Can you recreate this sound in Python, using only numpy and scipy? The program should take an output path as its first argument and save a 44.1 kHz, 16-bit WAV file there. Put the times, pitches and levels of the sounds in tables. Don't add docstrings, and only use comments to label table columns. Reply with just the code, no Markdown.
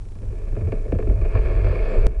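import sys
import numpy as np
from scipy import signal
from scipy.fft import rfft, irfft
from scipy.io import wavfile
from scipy.ndimage import uniform_filter1d

SR = 44100
rng = np.random.default_rng(int(sys.argv[2]) if len(sys.argv) > 2 else 0)


def attenuation_scalar(level_db):
    decades = np.asarray(level_db, float) / 20
    return 10 ** decades


def digitize_waveform(pressure):
    field = np.atleast_2d(pressure).T
    bounded = np.clip(field, -1, 1)
    quanta = np.round(bounded * 32767).astype(np.int16)
    wavfile.write(sys.argv[1], SR, quanta)


N = 97020
JUMP_S = 2.0681
TICK_START_S, TICKS_PER_S = .02157, 30.012

# (time [s], crackle [dB], knock [dB], thud [dB], length [s])
CRUNCHES = [(0.229, -53.5, -35.5, -35.5, 0.0026), (0.523, -54, -36, -33, 0.0031),
            (0.563, -45, -25, -29, 0.00514), (0.609, -46, -28, -30, 0.004),
            (0.671, -46.5, -27, -32, 0.0051), (0.721, -35, -16.5, -21.5, 0.0035),
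            (0.793, -64, -35, -36, 0.0022), (0.851, -52, -27, -34, 0.0035), (0.921, -36, -15, -15, 0.00289),
            (0.949, -46, -26.5, -29, 0.0037), (0.987, -40, -18, -26.5, 0.0031),
            (1.001, -43, -36, -34.5, 0.0039), (1.025, -39.5, -22, -29, 0.0021),
            (1.069, -43.5, -25.5, -21.5, 0.0041), (1.096, -43, -22.5, -23.5, 0.0036),
            (1.213, -41, -27.5, -32, 0.0041), (1.249, -42, -25.5, -36.5, 0.0062),
            (1.334, -50, -53, -29, 0.0031), (1.35, -34.5, -21.5, -33.5, 0.0081),
            (1.368, -43, -33.5, -28.5, 0.0079), (1.645, -30, -34, -40, 0.00088),
            (1.67, -31, -25.5, -43, 0.0019)]
# (frequency [Hz], width of one pass [Hz], relative level [dB])
TUBES = [(68.4, 15.6, -8.5), (94.4, 20.9, 0.5), (142, 8.1, -23.5)]


def rms_one(x):
    return x / np.sqrt(np.mean(x ** 2) + 1e-20)


def in_time(rows):
    times_s, *columns = np.transpose(rows)
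    return [np.interp(np.arange(N) / SR, times_s, column) for column in columns]


def drift(rate_hz):
    r = np.exp(-2 * np.pi * rate_hz / SR)
    return rms_one(signal.lfilter([1], [1, -2 * r, r * r], rng.standard_normal(N + SR))[SR:])


def body(force, resonances):
    out, power = 0, 0
    for k, (hz, width_hz, db) in enumerate(resonances):
        r = np.exp(-np.pi * width_hz / SR)
        b = (1 - r * r) / 2 * np.array([1, 0, -1])
        a = [1, -2 * r * np.cos(2 * np.pi * hz / SR), r * r]
        once = signal.lfilter(b, a, force + 1e-18)
        ring = signal.lfilter(b, a, once)
        out = out + (-1) ** k * attenuation_scalar(db) * ring
        power += attenuation_scalar(db) ** 2 * width_hz * np.pi / 2 / SR
    return out / np.sqrt(power)


def grains(rate_db):
    grains_per_s, spread_db = 1500, 1.5
    sizes = attenuation_scalar(spread_db * np.minimum(rng.exponential(1, N), 5)) * rng.choice([-1, 1], N)
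    breaks = rng.random(N) < grains_per_s * attenuation_scalar(rate_db) / SR
    return rms_one(sizes * breaks * attenuation_scalar(-rate_db / 2))


def crush(levels_db, lag_s, blow):
    t = np.arange(N) / SR
    force = np.zeros(N)
    crumbs = rng.choice([-1, 1], N)
    for (start_s, *_, length_s), db in zip(CRUNCHES, levels_db):
        since = np.maximum(t - start_s - lag_s, 0) / max(length_s, .001)
        force += attenuation_scalar(db) * (1 - blow) * since * np.exp(1 - since) * crumbs
        blow_at = int((start_s + lag_s + length_s / 2) * SR)
        force[blow_at] -= attenuation_scalar(db) * blow * np.sqrt(length_s * SR)
    return force


def scrape():
    # (time [s], deep rub [dB], rub [dB], fine scrape [dB])
    drag = [(0.03, -53, -60, -74), (0.22, -47, -51.5, -65.5), (0.39, -50, -45.5, -60),
            (0.75, -44, -45, -57), (0.95, -60, -35.5, -59), (1.09, -40, -40, -56), (1.3, -44, -37.5, -49),
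            (1.36, -46.5, -32, -43.5), (1.53, -38.5, -31.5, -44.5), (1.8, -43, -29.5, -42),
            (1.92, -40, -29.5, -42), (2.03, -45, -32, -44), (2.06, -38, -27.5, -46)]
    drag_after = [(2.072, -43, -42, -55), (2.179, -54, -44.5, -59.5)]
    # (frequency [Hz], width of one pass [Hz], relative level [dB])
    floor_rings = [(151.6, 48, 0), (212.5, 41.7, -4), (311, 105, -5)]
    panel_rings = [(368, 72, 0.5), (432.4, 35, 3), (498.6, 116, -2), (593, 28, -5.5), (636.4, 53.5, -3)]
    skin_rings = [(856, 160, 3.5), (1112, 210, 0.5), (1322, 290, 0), (1730, 275, 1), (2172, 192, 0.5),
                  (2420, 422, 0.5), (2825, 25, -7)]
    sheen_rings = [(3060, 160, -18), (3190, 670, 1), (4080, 380, -6.5), (4250, 240, -2), (4590, 210, 2),
                   (5140, 190, -4.5)]
    body_lag_s, crackle_lead_s, sheen_lead_s = 0.0008, 0.00197, 0.0029
    knock_share, crackle_share = .7, .4
    boom_db = -2

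    deep_db, rub_db, fine_db = in_time(drag + drag_after)
    _, crackle_db, knock_db, thud_db, _ = np.transpose(CRUNCHES)
    below_peak_db = fine_db - fine_db.max()
    snow = grains(.5 * below_peak_db)
    flutter = drift(15.0)
    low_patches_db = 1.2 * flutter

    thuds = crush(thud_db, body_lag_s, knock_share)
    floor = attenuation_scalar(deep_db + low_patches_db) * snow + .5 * thuds
    panels = attenuation_scalar(rub_db + low_patches_db) * snow + crush(knock_db, body_lag_s, knock_share)
    skin = attenuation_scalar(fine_db + .6 * flutter) * snow + crush(crackle_db, -crackle_lead_s, crackle_share)
    sheen_level = attenuation_scalar(-57.5 + 1.46 * below_peak_db + 1.3 * flutter)
    sheen = sheen_level * (0.4 * snow + 0.8 * rng.standard_normal(N))
    sheen = sheen + crush(crackle_db - 21.5, -sheen_lead_s, crackle_share)

    low = body(attenuation_scalar(boom_db) * thuds, TUBES) + body(floor, floor_rings)
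    return low + body(panels, panel_rings) + body(skin, skin_rings) + body(sheen, sheen_rings)


def clack():
    # (frequency [Hz], width of one pass [Hz], relative level [dB])
    stiff_part = [(1077, 88, 0)]
    click = attenuation_scalar(-9) * (np.arange(N) == int(1.349 * SR))
    return body(click, stiff_part)


def ripples():
    # (time [s], level [dB], frequency [Hz])
    load_bumps = [(1.088, -15, 50), (1.215, -12.5, 57)]
    ripple_db = -4.5
    top_hz, end_hz, fall_s = 551.6, 108.2, 0.01363
    ripple_peak_s, bump_peak_s = .011, 0.012

    t, out = np.arange(N) / SR, 0
    for start_s, _, _, thud_db, _ in CRUNCHES:
        since = np.maximum(t - start_s, 0)
        turns = end_hz * since + (top_hz - end_hz) * fall_s * (1 - np.exp(-since / fall_s))
        swell = since / ripple_peak_s * np.exp(1 - since / ripple_peak_s)
        out = out + attenuation_scalar(thud_db + ripple_db) * swell * np.sin(2 * np.pi * turns)
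    for start_s, db, hz in load_bumps:
        since = np.maximum(t - start_s, 0)
        swell = since / bump_peak_s * np.exp(1 - since / bump_peak_s)
        out = out - attenuation_scalar(db) * swell * np.sin(2 * np.pi * hz * since)
    return out


def shaken(resonances):
    evenness, window = 0.51, int(.022 * SR)
    x = body(rng.standard_normal(N + SR // 4), resonances)[-N:]
    power = uniform_filter1d(uniform_filter1d(x * x, window), window)
    level = np.sqrt(power + 1e-9)
    return rms_one(x / level ** evenness)


def sway():
    # (time [s], load bounce [dB], slow rock [dB], tube boom [dB])
    sway_before = [(0.02, -32.5, -31, -40.5), (0.16, -40, -31.5, -40.5), (0.29, -30, -23.5, -28),
                   (0.37, -32, -28.5, -39.5), (0.52, -29.5, -23.5, -34.5), (0.66, -35, -36, -18.5),
                   (0.76, -41, -21, -35.5), (0.86, -29.5, -28, -38), (0.95, -25.5, -33, -18),
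                   (1.02, -30.5, -21.5, -34.5), (1.13, -17, -24.5, -24), (1.21, -33, -22, -25),
                   (1.32, -22, -25.5, -45), (1.36, -17.5, -32, -15.5), (1.4, -20.5, -14, -33.5),
                   (1.58, -17.5, -23.5, -27), (1.72, -22.5, -23.5, -21), (1.78, -16, -56, -34.5),
                   (1.82, -21.5, -20.5, -32), (1.93, -41, -25.5, -40.5), (1.99, -22, -11, -26.5),
                   (2.03, -31, -14, -24)]
    sway_after = [(2.085, -23.5, -33, -28), (2.14, -38, -16.5, -47), (2.18, -22, -36, -48)]
    # (frequency [Hz], width of one pass [Hz], relative level [dB])
    rock = [(27.9, 7.4, 0)]
    bounce = [(43.82, 13.7, 0)]
    lurch_s, lurch_db, lurch_hz, lurch_t60_s = 2.0410, -4.5, 34.7, 3

    bounce_db, rock_db, tube_db = in_time(sway_before + sway_after)
    t = np.arange(N) / SR
    since = np.maximum(t - lurch_s, 0)
    grip = np.minimum(since * lurch_hz * 2, 1) * (t < JUMP_S)
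    lurch = -attenuation_scalar(lurch_db - 60 * since / lurch_t60_s) * np.sin(2 * np.pi * lurch_hz * since) * grip
    free = attenuation_scalar(rock_db) * shaken(rock) + attenuation_scalar(bounce_db) * shaken(bounce) + attenuation_scalar(tube_db) * shaken(TUBES)
    return free * attenuation_scalar(-18 * grip) + lurch


def high_hiss():
    # start, full, full, end [s]
    swell_times = (1.86, 1.89, 2.0, 2.03)
    # (frequency [Hz], width of one pass [Hz], relative level [dB])
    hiss_ring = [(7500, 610, -8)]
    swell = np.interp(np.arange(N) / SR, swell_times, [0, 1, 1, 0])
    return body(attenuation_scalar(-70.5) * swell * rng.standard_normal(N), hiss_ring)


def camera_hiss():
    # (frequency [Hz], relative level per Hz [dB])
    hiss_shape = [(300, -11), (800, 5.5), (2000, -8.5), (4000, -8), (7000, -9.5), (9500, -8.5),
                  (10800, -13), (12300, -37)]
    hiss_db = -62
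    puff_lag_s, puff_depth, puff_top_hz = .013, .9, 1400

    hz, t = np.maximum(np.fft.rfftfreq(N, 1 / SR), 1), np.arange(N) / SR
    shape_hz, shape_db = np.transpose(hiss_shape)
    shape = attenuation_scalar(np.interp(np.log(hz), np.log(shape_hz), shape_db))
    hiss = attenuation_scalar(hiss_db) * rms_one(irfft(rfft(rng.standard_normal(N)) * shape, N))
    low = signal.sosfilt(signal.butter(2, puff_top_hz, fs=SR, output="sos"), hiss)
    pulse = np.cos(2 * np.pi * TICKS_PER_S * (t - TICK_START_S - puff_lag_s))
    return hiss + low * puff_depth * pulse


def camera_whines():
    # (frequency [Hz], rms level up to the jump [dB])
    whine_tones = [(5599, -82), (7402, -85), (9598, -91)]
    t = np.arange(N) / SR
    return sum(np.sqrt(2) * attenuation_scalar(db) * np.sin(2 * np.pi * hz * t) for hz, db in whine_tones)


def camera_ticks():
    tick_db, width_s = -43.5, .00023
    since_tick = (np.arange(N) / SR - TICK_START_S) % (1 / TICKS_PER_S)
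    return attenuation_scalar(tick_db) * (since_tick < width_s)


def camera():
    level = np.where(np.arange(N) / SR < JUMP_S, 1, attenuation_scalar(-4))
    return (camera_hiss() + camera_whines() + camera_ticks()) * level


def scene():
    boat = sway() + ripples() + scrape() + high_hiss() + clack()
    return (boat + camera())[None]


def band_limit(x):
    return signal.sosfilt(signal.butter(12, 12300, fs=SR, output="sos"), x)


def record(dry):
    return_s, cutoff_hz = .006, 10530
    since = np.arange(N) / SR - JUMP_S
    gate = np.where(since < 0, 1, np.clip(since / return_s, 0, 1))
    mix = signal.sosfilt(signal.butter(8, cutoff_hz, fs=SR, output="sos"), dry * gate)
    return band_limit(mix)


dry = scene()
out = record(dry)
digitize_waveform(out)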